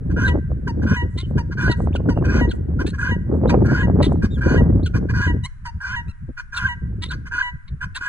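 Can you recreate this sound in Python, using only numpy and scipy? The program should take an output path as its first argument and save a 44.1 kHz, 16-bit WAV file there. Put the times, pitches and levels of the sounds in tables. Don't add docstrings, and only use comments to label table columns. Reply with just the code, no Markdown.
import sys
import numpy as np
from scipy import signal
from scipy.fft import rfft, irfft, next_fast_len
from scipy.io import wavfile
from scipy.ndimage import uniform_filter1d, map_coordinates

SR = 44100
rng = np.random.default_rng(int(sys.argv[2]) if len(sys.argv) > 2 else 0)


def waveform_to_disk(signal):
    frames = np.transpose(np.atleast_2d(signal))
    scaled = np.clip(frames, -1, 1) * 32767
    samples = np.round(scaled).astype(np.int16)
    wavfile.write(sys.argv[1], SR, samples)


N = 356680
T = np.arange(N) / SR
TOP_HZ = 15200


# (start [s], rasp length [s], rasp level [dB], hiss [dB], tone length [s] or 0, tone level [dB])
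BARKS = [(0.671, 0.011, -31, -36.5, 0.037, -27.5), (1.374, 0.015, -31.5, -34, 0.04, -29),
         (2.088, 0.011, -29, -31, 0.042, -29.5), (2.791, 0.033, -29, -34, 0.013, -61),
         (3.489, 0.018, -33.5, -27, 0.039, -26), (4.22, 0.042, -33, -35.5, 0.0068, -50.5),
         (4.938, 0.04, -33.5, -34, 0, -57), (5.65, .02, -40.5, -31, 0.047, -29),
         (6.371, 0.039, -31.5, -37.5, 0, -60), (7.101, 0.043, -33.5, -37, 0.00031, -66),
         (7.809, 0.038, -28.5, -34.5, 0, -58)]
# (rasp start [s], rasp length [s], level [dB],
# catch lead [s], catch against rasp [dB], whistle length [s], whistle pitch [Hz], hiss [dB],
# throat tuning [ratio])
SHRIEKS = [(0.164, .113, -25, 0.065, -18, 0.049, 972, -36.5, 1.04),
           (0.864, 0.1, -27, 0.045, -11, 0.07, 964, -34, 1.01),
           (1.573, .12, -26, 0.063, -10.5, 0.049, 962, -33.5, .98),
           (2.278, 0.13, -28.5, 0.037, -3, .053, 959.5, -32.5, 1.02),
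           (2.981, 0.13, -27, 0.048, -11.5, 0.039, 964, -36, 1.02),
           (3.68, 0.15, -26.5, .033, -6, 0.028, 959, -35, 0.93),
           (4.41, .166, -27.5, .04, -14.5, 0.033, 959, -33.5, 0.98),
           (5.137, 0.14, -26, 0.048, -5.5, .043, 965, -33, 1),
           (5.805, .157, -28, .012, -41, 0.047, 953.5, -37.5, .975),
           (6.526, .16, -26, 0.009, -28, .052, 966, -34.5, 1.02),
           (7.313, 0.11, -24.5, .056, -11.5, 0.077, 979.3, -35, 1.04),
           (8.006, 0.12, -26.5, .051, -3.5, 0.045, 965, -35, 1.04)]
def rasp_envelopes(catch_s=.027, catch_hiss_db=-4.5, hang_s=.01513):
    barks = [(s, s + length, db, air_db, 1) for s, length, db, air_db, _, _ in BARKS]
    catches, long_rasps = [], []
    for start, length, db, lead, catch_db, _, _, air_db, tuning in SHRIEKS:
        onset, level = start - lead, db + catch_db
        catches.append((onset, onset + catch_s, level, level + catch_hiss_db, tuning))
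        long_rasps.append((start, start + length, db, air_db, tuning))
    progress, gain, hiss_gain = np.zeros((3, N))
    stretch = np.ones(N)
    for start, end, db, air_db, tuning in barks + catches + long_rasps:
        i, u, env = note(start, end, .004, .008)
        progress[i] = u
        gain[i] += env * undb(db - 3 * (1 - u) ** 3 * (end - start) / .11)
        i, u, env = note(start, end + hang_s, .01283, .028)
        stretch[i] = tuning
        hiss_gain[i] += env ** 2 * undb(air_db + 2 - 5 * (2.22 * u - 1) ** 2)
    return progress, gain, hiss_gain, stretch


# (frequency [Hz], gain [dB])
WINDPIPE = [(900, -53.5), (1250, -44.5), (1380, -2.5), (1620, -0.5), (1700, 6), (1830, -48), (2400, -31)]
# (lower [multiple], upper [multiple], level [dB])
MIXED_TONES = [(1, 0, -10), (2, 0, -15), (1, 1, -20), (3, 0, -20.5), (0, 2, -17.5), (2, 1, -29),
               (0, 3, -44), (3, 1, -51.5), (6, 0, -51.5), (5, 1, -33.5), (7, 0, -48)]
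def rasps(lower_hz=975, upper_hz=1510, split_hz=78):
    progress, gain, hiss_gain, stretch = rasp_envelopes()
    quiver, flutter = .018 * wander(300), 1 + .3 * wander(330)
    locked, duck = membrane_locks(quiver, flutter)
    low = cycle((lower_hz + 60 * progress) * (1 + .011 * wander(200) + .013 * wander(45)))
    high = cycle((upper_hz + 35 * progress) * (1 + quiver))
    beat = cycle(split_hz * (1 + .38 * wander(110)))
    share = np.tanh(.95 * wander(55))
    pair = np.sqrt(1 + share) * np.sin(high + beat) + np.sqrt(1 - share) * np.sin(high - beat)
    upper = unit(colour(flutter * pair, WINDPIPE))
    mixed = sum(undb(db) * np.cos(round(m) * low + round(n) * (high - beat)) for m, n, db in MIXED_TONES)
    mixed *= 1.47 * (1 + .14 * wander(150)) * undb(-11 * (1 - progress) ** 2)
    grit = throat_grit(low, pair, progress, stretch)
    return gain * duck * (upper + mixed) + locked + hiss_gain * grit


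# (centre [s], length [s], level [dB], pitch [Hz])
LOCKS = [(0.255, .04, -16, 1567), (.877, .006, -19.5, 1564), (1.657, 0.039, -18, 1510),
         (2.298, 0.016, -20.5, 1588), (3, .014, -22, 1610), (3.033, .007, -13.5, 1476),
         (3.075, 0.0097, -15.5, 1550), (3.755, 0.0092, -15.5, 1450), (4.425, .01, -21, 1580),
         (5.265, 0.0071, -17.5, 1573), (5.823, 0.024, -29.5, 1624), (5.85, 0.017, -20, 1553),
         (6.657, 0.018, -12, 1576), (7.385, 0.011, -17, 1487), (7.415, 0.0084, -9, 1590)]
def membrane_locks(quiver, flutter):
    tone, lock = np.zeros((2, N))
    for centre, length, db, hz in LOCKS:
        i, _, env = note(centre - length / 2, centre + length / 2, .007, .0037)
        lock[i] = np.maximum(lock[i], env)
        tone[i] += env * undb(db) * np.sin(cycle(hz * (1 + quiver[i] / 2))) * (1 + flutter[i]) / 2
    return tone, 1 - .61 * lock


# (frequency [Hz], gain [dB])
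CREAK = [(1900, -45), (2300, 1.5), (2500, 8), (2720, -10.5), (3000, -7.5), (3300, -8.5), (3550, -4.5),
         (3850, -0.5), (4300, 7), (4700, 5), (5200, -10), (6500, 7.5), (7500, -8.5), (8600, -3.5),
         (10500, -26)]
# (frequency [Hz], gain [dB])
RASP_HISS = [(350, -29.5), (750, -8.5), (1100, 9.5), (2000, 3.5), (2450, 11.5), (2700, -31.5), (3050, 2),
             (3400, -8.5), (4200, -6.5), (4750, 4.5), (5100, -1), (5550, 4), (6400, -4.5), (7200, -15.5),
             (8600, -11.5), (9100, -18.5), (9700, -54), (10900, -8), (14000, -60)]
def throat_grit(low_phase, upper_pair, progress, stretch):
    pulses = np.exp(22 * np.cos(low_phase)) * (1 + upper_pair)
    creak = unit(colour(pulses, CREAK)) * undb(-12) * (.5 + progress) * undb(2 * wander(61))
    puffs = np.exp(3.3 * np.cos(low_phase)) * rng.standard_normal(N)
    air = unit(colour(tube(puffs, hz=480 + 40 * progress, feedback=.52), RASP_HISS))
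    air = map_coordinates(air, [np.cumsum(stretch)], order=3, mode="mirror")
    return restless_beak(air + creak)


def tube(x, hz, feedback):
    at = np.arange(N)
    return unit(sum(feedback ** k * map_coordinates(x, [at - k * SR / hz], order=1) for k in range(4)))


def restless_beak(x, count=15, swell_db=4.2, rate_hz=16):
    size = next_fast_len(N)
    spectrum, hz = rfft(x, size), np.fft.rfftfreq(size, 1 / SR)
    place = np.clip((hz - 1800) / 650, 0, count - 1)
    bands = [irfft(spectrum * np.maximum(1 - abs(place - k), 0), size)[:N] for k in range(count)]
    knots = np.arange(int(T[-1] * rate_hz) + 2) / rate_hz
    swells = undb(swell_db * (rng.standard_normal((count - 1, len(knots))) - 2))
    return bands[0] + sum(band * np.interp(T, knots, swell) for band, swell in zip(bands[1:], swells))


# (harmonic [multiple], level [dB])
WHISTLE_OVERTONES = [(2, 3), (3, -5.5), (4, -20), (5, -39), (6, -26), (7, -24.5), (8, -36), (9, -42.5),
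                     (10, -58.5), (11, -38.5), (12, -31)]
def whistles(level_db=-30, fall_hz=10.6, scoop=.039, flicker_db=3, dulling_db=1.27):
    air = noise([(1200, -10.5), (2400, 7.5), (3500, -.5), (4700, -3.5), (6500, -4.5), (8500, -9),
                 (12000, -14.5)])
    out, drift, shimmer = np.zeros(N), wander(330), wander(110)
    for start, rasp_s, _, _, _, length, hz, _, _ in SHRIEKS:
        i, u, env = note(start + rasp_s, start + rasp_s + length, .004, .02)
        phase = cycle((hz - fall_hz * (u - .5)) * (1 + scoop * np.exp(-u / .062) + .004 * drift[i]))
        overtones = 0
        for k, db in WHISTLE_OVERTONES:
            sway = np.interp(u, np.linspace(0, 1, 6), rng.standard_normal(6))
            flicker = flicker_db * min((k - 2) / 3, 1) * sway
            overtones += undb(db - dulling_db * k * u + flicker) * np.sin(round(k) * phase)
        breath = undb(-29) * (1 + np.cos(phase)) * air[i]
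        tone = np.sin(phase) + undb(2.5) * overtones + breath
        out[i] += env * undb(level_db) * (1 + .064 * shimmer[i]) * tone
    return out


# (harmonic [multiple], level [dB])
BARK_OVERTONES = [(2, -10.5), (3, -14), (4, -33.5), (5, -16.5), (6, -21.5), (7, -29), (8, -42), (9, -35.5),
                  (10, -36.5)]
def bark_tones(floor_hz=912, drop_hz=113.8, drop_s=.016, break_s=.0051):
    out, drift, shimmer = np.zeros(N), wander(330), wander(170)
    for start, _, _, _, length, db in BARKS:
        if length > 0:
            i, u, env = note(start + break_s, start + break_s + length, .004, .0091)
            phase = cycle((floor_hz + drop_hz * np.exp(-u * length / drop_s)) * (1 + .015 * drift[i]))
            overtones = sum(undb(k_db) * np.sin(round(k) * phase) for k, k_db in BARK_OVERTONES)
            gain = env * undb(db + .5 - 5 * u ** 2) * (1 + .06 * shimmer[i])
            out[i] += gain * (np.sin(phase) + overtones)
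    return out


# (start [s], length [s], level [dB], relative treble [dB], pulse rate [Hz],
# squeal [Hz], lead-in peep length [s], top pitch of that peep [Hz])
CHIPS = [(0.277, .02, -34, -14.5, 1350, 3855, 0.035, 4080),
         (1.714, .016, -31, -16.5, 1400, 4450, 0.017, 4156),
         (1.954, 0.014, -32.5, -17.5, 1500, 3110, 0.025, 3540),
         (2.511, .015, -35.5, -19.5, 1500, 3190, 0.025, 4190),
         (3.496, .014, -35.5, -11, 1300, 3965, 0.024, 4070),
         (4.86, .019, -36, -14.5, 1480, 3173, .034, 4470),
         (6.566, 0.027, -31, -13.5, 1400, 3770, 0.022, 4420),
         (7.11, .014, -32.5, -16.5, 1400, 3950, 0.03, 4180)]
def chips(body, treble, crack, snap=.2):
    out, drift, shimmer, ragged = np.zeros(N), wander(1100), wander(500), undb(2.2 * wander(190))
    for start, length, db, treble_db, _, squeal_hz, _, _ in CHIPS:
        i, u, env = note(start, start + length, .0049, .013)
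        hz = squeal_hz * (1.02 - snap * u ** 2) * (1 + .055 * drift[i])
        squeal = unit(np.sin(cycle(hz)) * (1 + shimmer[i]))
        burst = unit(unit(body[i]) * (1.2 - .5 * u) + undb(-3) * squeal + undb(-8) * crack[i])
        burst += undb(treble_db) * unit(treble[i])
        out[i] += env * undb(db + 4 - 3 * u ** 2) * unit(ragged[i] * burst)
    return out


# (start [s], length [s], level [dB], relative treble [dB], pulse rate [Hz],
# opening squeal [Hz], closing squeal [Hz])
SQUAWKS = [(1.175, .05, -37, -15.5, 1040, 4010, 3010), (2.866, .046, -39.5, -8.5, 900, 3800, 4170),
           (4.023, .056, -33, -14.5, 980.7, 3850, 3170), (7.022, .048, -34, -17.5, 990, 3700, 3560),
           (7.682, 0.012, -46.5, -36, 1124, 4010, 3700), (7.952, 0.031, -35, -11, 952, 4050, 3540)]
def squawks(body, treble, crack, thinning_db=17):
    out, drift, shimmer, bend = np.zeros(N), wander(1100), wander(500), wander(110)
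    ragged = undb(3 * wander(190))
    for start, length, db, treble_db, _, from_hz, to_hz in SQUAWKS:
        i, u, env = note(start, start + length, .008, .014)
        rough = 1 - .85 * u ** 2
        hz = (from_hz + (to_hz - from_hz) * u ** 3) * (1 + rough * (.055 * drift[i] + .04 * bend[i]))
        squeal = unit(np.sin(cycle(hz)) * (1 + rough * shimmer[i]))
        thinning = undb(-thinning_db * u ** 2)
        hiss = undb(-3) * crack[i] + undb(treble_db + 2) * unit(treble[i])
        burst = thinning * unit(body[i]) + np.sqrt(thinning) * hiss
        out[i] += env * undb(db + 1 - 3 * u ** 2) * unit(ragged[i]) * (burst + undb(-3) * squeal)
    return out


# (frequency [Hz], gain [dB])
THROAT = [(600, -40.5), (1000, -1.5), (1450, 15), (1750, 4), (2000, 3), (2250, 13), (2850, 7.5),
          (3300, -6.5), (3950, 4), (4500, -1), (4850, -16), (5500, -3.5), (6500, -10.5), (8500, -10),
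          (10500, -14), (12000, -45), (15000, -59.5)]
def torn_voice(chip_glide=-.18, squawk_glide=.09, breath=.25):
    pitch = np.full(N, 1000.)
    for table, glide in (CHIPS, chip_glide), (SQUAWKS, squawk_glide):
        for start, length, _, _, hz, *_ in table:
            i, u, _ = note(start, start + length, .01, .01)
            pitch[i] = hz * (1 + glide * (u - .5))
    phase = cycle(pitch * (1 + .018 * wander(260)))
    buzz = np.exp(6 * np.cos(phase)) * (1 + .3 * np.cos(phase / 3))
    source = unit(buzz - buzz.mean()) + breath * unit(buzz * rng.standard_normal(N))
    voice = unit(colour(source, THROAT))
    treble = signal.sosfiltfilt(signal.butter(4, 6000, "high", fs=SR, output="sos"), voice)
    crack_eq = [(2300, -24.5), (2800, -2), (3600, -7.5), (4400, -5.5), (5000, -14.5), (7000, -34.5)]
    crack = unit(colour(buzz * rng.standard_normal(N), crack_eq))
    return voice - treble, treble, crack


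# (start [s], length [s], pitch at the turn [Hz], sag [ratio, negative bends up],
# place of the turn [0-1], level [dB], overtones [dB])
PEEPS = [(1.228, 0.027, 3090, 0.053, .6, -40.5, -29.5), (2.148, 0.047, 2825, .053, .55, -50.5, -4.5),
         (4.305, 0.062, 3690, .07, .3, -48.5, -9.5), (5.436, 0.027, 967, -0.071, .38, -29, -5),
         (6.08, 0.035, 1382, .076, 0.6, -47.5, 6)]
def peeps():
    out, drift, shimmer = np.zeros(N), wander(900), wander(450)
    throat_hz, throat_db = np.transpose(THROAT)
    lead_ins = [(s - lead, lead, hz, .23, .6, db - 8, -12) for s, _, db, *_, lead, hz in CHIPS]
    for start, length, turn_hz, sag, turn, db, overtones_db in PEEPS + lead_ins:
        i, u, env = note(start, start + length, .0025, .014)
        hz = turn_hz * (1 - sag * (2 * (u - turn)) ** 2 + .014 * drift[i] * turn_hz / 4000)
        phase = cycle(hz)
        tone = sum(undb(np.interp(k * hz, throat_hz, throat_db) + overtones_db * (k > 1))
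                   * np.sin(k * phase) for k in range(1, int(TOP_HZ / turn_hz) + 1))
        out[i] += env * undb(db) * unit(tone * (.38 + u) * (1 + .32 * shimmer[i]))
    return out


# (time [s], rumble [dB], churn [dB])
BLOW = [(0, -24, -27), (0.449, -24.5, -43), (0.621, -26, -30.5), (1.0, -27.5, -45), (1.55, -26, -35.5),
        (1.658, -20.5, -30.5), (2.449, -17, -21), (2.75, -21.5, -36), (2.97, -27, -41), (3.25, -26, -49),
        (3.449, -17, -19.5), (4.079, -19, -27), (4.39, -22, -30.5), (4.551, -17.5, -18), (4.801, -14, -22),
        (4.91, -26, -37.5), (5.15, -18, -33), (5.367, -19.5, -26), (5.449, -24, -71), (5.517, -64, -100)]
# (centre [s], length [s], rumble [dB], churn [dB])
GUSTS = [(0.137, 0.082, -24.5, -41.5), (0.18, 0.037, -36.5, -22.5), (0.29, 0.068, -19, -23.5),
         (0.36, 0.038, -22.5, -17), (0.519, 0.016, -20, -22.5), (0.848, 0.11, -24, -23),
         (0.924, 0.027, -21, -28.5), (1.045, 0.024, -22.5, -24), (1.163, 0.059, -29.5, -37.5),
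         (1.355, 0.061, -24, -26.5), (1.684, 0.045, -27.5, -29), (1.87, 0.042, -22.5, -31),
         (2.085, 0.033, -29.5, -17), (2.246, 0.012, -23, -27), (2.379, 0.056, -31.5, -27),
         (2.546, 0.017, -17.5, -18), (2.697, 0.082, -33.5, -28), (2.839, 0.066, -34.5, -21.5),
         (3.121, 0.097, -24.5, -27), (3.33, 0.069, -26.5, -18.5), (3.536, 0.049, -34, -19),
         (3.626, 0.036, -22, -24.5), (3.729, 0.017, -26, -22.5), (3.855, 0.017, -21.5, -56.5),
         (3.879, 0.027, -36.5, -29), (4.046, 0.11, -22, -21.5), (4.223, 0.041, -15.5, -21.5),
         (4.472, 0.013, -18.5, -17.5), (4.543, 0.038, -30.5, -27), (4.62, .04, -18.5, -42),
         (4.955, 0.029, -14.5, -22), (5.042, 0.065, -32.5, -23.5), (5.664, 0.1, -37, -84),
         (5.762, 0.027, -22.5, -55), (5.97, 0.12, -31, -53), (6.074, 0.035, -21.5, -40),
         (6.241, 0.041, -28.5, -72), (6.299, 0.024, -30.5, -37), (6.643, 0.08, -27, -54),
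         (6.868, 0.14, -24.5, -44), (6.977, .04, -29.5, -42.5), (7.133, 0.18, -28.5, -41),
         (7.352, 0.046, -39, -48), (7.545, 0.025, -28.5, -49), (7.735, 0.038, -24.5, -46),
         (7.865, 0.067, -29, -55.5), (8.023, 0.065, -47, -55.5)]
def wind_levels(lull_rumble_db=-45.5, lull_churn_db=-77.5):
    times, *blow_db = np.transpose(BLOW)
    drop = np.exp(-np.maximum(T - times[-1], 0) / .0067)
    blow = np.array([undb(np.interp(T, times, db)) for db in blow_db]) * drop
    gusts = sum(undb([[rumble_db], [churn_db]]) * np.exp(-2 * ((T - centre) / length) ** 2)
                for centre, length, rumble_db, churn_db in GUSTS)
    return 20 * np.log10(blow + gusts + undb([[lull_rumble_db], [lull_churn_db]]))


# (frequency [Hz], gain [dB])
RUMBLE = [(18, -54.5), (27, -35.5), (40, -10.5), (60, 1), (85, 0), (130, -4), (200, -11.5), (300, -34.5),
          (600, -87.5)]
CHURN = [(70, -45), (160, 1), (240, 3.5), (330, -2.5), (500, -12), (700, -30), (1200, -69), (2500, -103)]
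TEAR = [(250, -5.5), (500, 6.5), (800, -4), (1300, -15), (2200, -37.5), (5000, -64.5)]
def wind(brisk_db=-24, hard_db=-22, slaps_per_s=300):
    rumble_db, churn_db = wind_levels()
    buffets = wander(36)
    buffets_db = 1.5 * buffets
    gaps_db = -3.2 * np.minimum(buffets, 0) ** 2
    rumble = steady(noise(RUMBLE), .029)
    deep = signal.sosfiltfilt(signal.butter(2, 115, fs=SR, output="sos"), rumble)
    brightness = undb(.45 * np.minimum(rumble_db - brisk_db, 0))
    rumble = (deep + (rumble - deep) * brightness) * undb(rumble_db + buffets_db + gaps_db / 2)
    puffs = undb(7 * wander(90))
    churn = steady(noise(CHURN) * puffs, .045) * undb(churn_db + buffets_db + gaps_db)
    excess_db = churn_db - hard_db
    hardness = np.minimum(excess_db, 7 * np.tanh(excess_db / 7))
    slaps = (rng.random(N) < slaps_per_s / SR) * rng.choice([-1, 1], N)
    slaps = slaps * undb(6 * rng.standard_normal(N))
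    tear = steady(colour(slaps, TEAR), .035) * undb(-39 + 1.9 * hardness + gaps_db)
    fades = np.clip(np.minimum(T, T[-1] - T) / .0069, 0, 1)
    return (rumble + churn + tear) * fades


# (time [s], level [dB], pitch [Hz])
EDDIES = [(.174, -27.5, 434), (0.356, -10, 440), (.505, -21.5, 309), (1.311, -20.5, 395), (1.378, -19, 398),
          (1.68, -11.5, 480), (1.697, -10.5, 442), (1.804, -10, 520), (1.873, -9.5, 614),
          (1.952, -11.5, 533), (2.004, -14, 377), (2.073, -22, 507), (2.166, -21.5, 481), (2.175, -7, 537),
          (2.212, -20.5, 480), (2.226, -6.5, 407), (2.413, -9.5, 412), (2.537, -35.5, 396),
          (3.295, -19.5, 370), (3.415, -17.5, 479), (3.437, -9, 478), (3.452, -13.5, 491),
          (3.458, -4.5, 631), (3.527, -7.5, 494), (3.543, 1.5, 597), (3.547, -4.5, 467), (3.62, -8.5, 440),
          (3.719, -9.5, 443), (3.882, -11, 493), (3.899, -7.5, 481), (3.966, -12.5, 480), (3.989, -6, 408),
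          (4.004, -5, 770), (4.012, -3, 533), (4.121, -6.5, 536), (4.158, -19, 573), (4.502, -20, 448),
          (4.521, -6, 410), (4.545, -3.5, 404), (4.609, -4.5, 328), (4.662, -14.5, 303), (4.797, -12, 256),
          (6.289, -35, 375), (6.926, -37, 410)]
def eddies(cycles=.46, trim_db=-2, wake_db=-13, wake_s=.013):
    out = np.zeros(N)
    flurry = noise([(120, -16), (250, -.5), (500, -1.5), (800, -16), (1300, -24.5), (2500, -42)])
    for start, db, hz in EDDIES:
        i, _, env = note(start - .015, start + .026, .004, .004)
        age = T[i] - start
        turns = np.maximum(age, 0) * hz
        swing = np.sin(2 * np.pi * turns) * turns * np.exp(-2 * turns / cycles)
        wake = undb(wake_db) * flurry[i] * np.exp(-np.maximum(age, -2 * age) / wake_s)
        out[i] += env * undb(db + trim_db) * (swing / abs(swing).max() + wake)
    return colour(out, [(1000, .5), (2500, -10.5)])


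# (centre [s], length [s], level [dB])
RUSTLES = [(1.144, 0.093, -66.5), (1.287, .064, -71), (1.822, 0.091, -62.5), (2.548, 0.04, -62),
           (3.367, .047, -70), (4.129, 0.036, -60)]
def rustles():
    out = np.zeros(N)
    hiss = noise([(1500, -36), (4000, -20), (8000, -10), (10500, -14.5), (12000, -38)])
    crackle = unit(hiss * undb(3.7 * wander(400)))
    for centre, length, db in RUSTLES:
        i, _, env = note(centre - length / 2, centre + length / 2, .023, .03)
        out[i] += env * undb(db - .5) * crackle[i]
    return out


def yard(x, near_t60=.098, far_t60=.49, late_t60=.76):
    t = T[:int(1.5 * SR)]
    far_eq = [(500, -3), (960, -5), (1600, 7), (1950, 4.5), (3000, -9), (6000, 2), (12000, 1)]
    late_eq = [(500, -11.5), (960, 7), (1600, 3), (1950, -5), (3000, -7.5), (5000, -15.5)]
    far, late, near = rng.standard_normal((3, 2, len(t)))
    far = colour(far, far_eq) * undb(-60 * t / far_t60) * np.minimum(t / .0067, 1)
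    late = colour(late, late_eq) * undb(-60 * t / late_t60)
    near = near * undb(-60 * t / near_t60) * (t > .003)
    response = undb(-19) * unit(near) + undb(-22) * unit(far) + undb(-35) * unit(late)
    return signal.fftconvolve(x[None], response / np.sqrt(len(t)), axes=1)[:, :N]


# (frequency [Hz], gain [dB])
HUSH = [(30, 21), (200, -5.5), (500, -39.5), (1000, -22.5), (1600, -9), (2000, -20), (2400, -26),
        (3300, -36), (5000, -41), (8000, -39), (10500, -38), (12000, -67.5)]
def hush(level_db=-39.5):
    return undb(level_db) * np.array([noise(HUSH), noise(HUSH)])


def undb(db):
    return 10 ** (np.asarray(db) / 20)


def unit(x):
    return x / np.sqrt(np.mean(x ** 2) + 1e-20)


def colour(x, points):
    hz, db = np.transpose(points)
    f = np.maximum(np.fft.rfftfreq(x.shape[-1], 1 / SR), 1)
    gain = undb(np.interp(np.log(f), np.log(hz), db)) * np.minimum(hz[-1] / f, 1) ** 2
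    return irfft(rfft(x) * gain, x.shape[-1])


def noise(points):
    return unit(colour(rng.standard_normal(next_fast_len(N)), points)[:N])


def wander(rate):
    knots = rng.standard_normal(2 ** 14)
    return unit(map_coordinates(knots, [T * rate], order=3, mode="wrap"))


def cycle(hz):
    return 2 * np.pi * np.cumsum(hz) / SR


def note(start, end, attack, release):
    i = np.arange(max(int((start - attack) * SR), 0), min(int((end + release) * SR), N))
    rise = np.clip((T[i] - start + attack) / (2 * attack), 0, 1)
    fall = np.clip((end + release - T[i]) / (2 * release), 0, 1)
    return i, np.clip((T[i] - start) / (end - start), 0, 1), np.sin(rise * fall * np.pi / 2) ** 2


def steady(x, window_s):
    width = int(window_s * SR)
    power = uniform_filter1d(uniform_filter1d(unit(x) ** 2, width), width)
    return unit(x / np.sqrt(np.maximum(power, 0) + .012))


def spread(x, points):
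    size = next_fast_len(N)
    lead = np.interp(np.fft.rfftfreq(size, 1 / SR), *np.transpose(points))
    return irfft(rfft(x, size) * np.exp(.5j * np.array([lead, -lead])), size)[:, :N]


def lean(x, points):
    size = next_fast_len(N + SR // 10)
    db = np.interp(np.fft.rfftfreq(size, 1 / SR), *np.transpose(points))
    return irfft(rfft(x, size) * undb(np.array([db, -db]) / 2), size)[:, :N]


# (frequency [Hz], left phase lead [rad])
CALLER_PHASE = [(0, 0), (600, -1.1), (1350, -.45), (1700, -1.1), (1950, -2.3), (2200, -3.1), (2450, -1.9),
                (2730, -3.2), (3100, -2.3), (3550, -1.7), (3850, -3.2), (4250, -1.3), (4750, -2.7),
                (5200, -3.2), (5600, -2.9), (6100, -2.1), (7600, 0), (9500, 0), (12000, 3.1), (14000, 3.2)]
SECOND_PHASE = [(0, 0.5), (2000, 0.57), (2800, -2.5), (3500, -0.9), (4200, -1.25), (5100, -3), (7600, -0.5),
                (9500, 1.5), (12000, 1.5)]
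WIND_PHASE = [(0, -0.08), (60, -0.075), (150, -0.63), (300, -0.96), (700, -1), (2000, 0.17)]
# (frequency [Hz], left over right [dB])
WIND_BALANCE = [(40, 0.5), (150, 0), (330, 2), (650, -2), (1500, -7.5)]
# (frequency [Hz], gain [dB])
SWIRL = [(60, -21.5), (150, -21.5), (300, -11), (600, -7), (3000, -8)]
def scene(pan_db=-.4, wind_ceiling=1.1):
    torn = torn_voice()
    caller = rasps() + bark_tones() + whistles()
    second = peeps() + chips(*torn) + squawks(*torn)
    birds = spread(caller, CALLER_PHASE) + spread(second + rustles(), SECOND_PHASE)
    birds *= undb([[pan_db / 2], [-pan_db / 2]])
    gusts = lean(spread(wind() + eddies(), WIND_PHASE), WIND_BALANCE)
    gusts += np.array([[1], [-1]]) * colour(wind(), SWIRL)
    return birds + wind_ceiling * np.tanh(gusts / wind_ceiling) + hush() + yard(caller + second)


def record(dry):
    return signal.sosfilt(signal.ellip(8, .2, 70, TOP_HZ, fs=SR, output="sos"), dry)


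dry = scene()
out = record(dry)
waveform_to_disk(out)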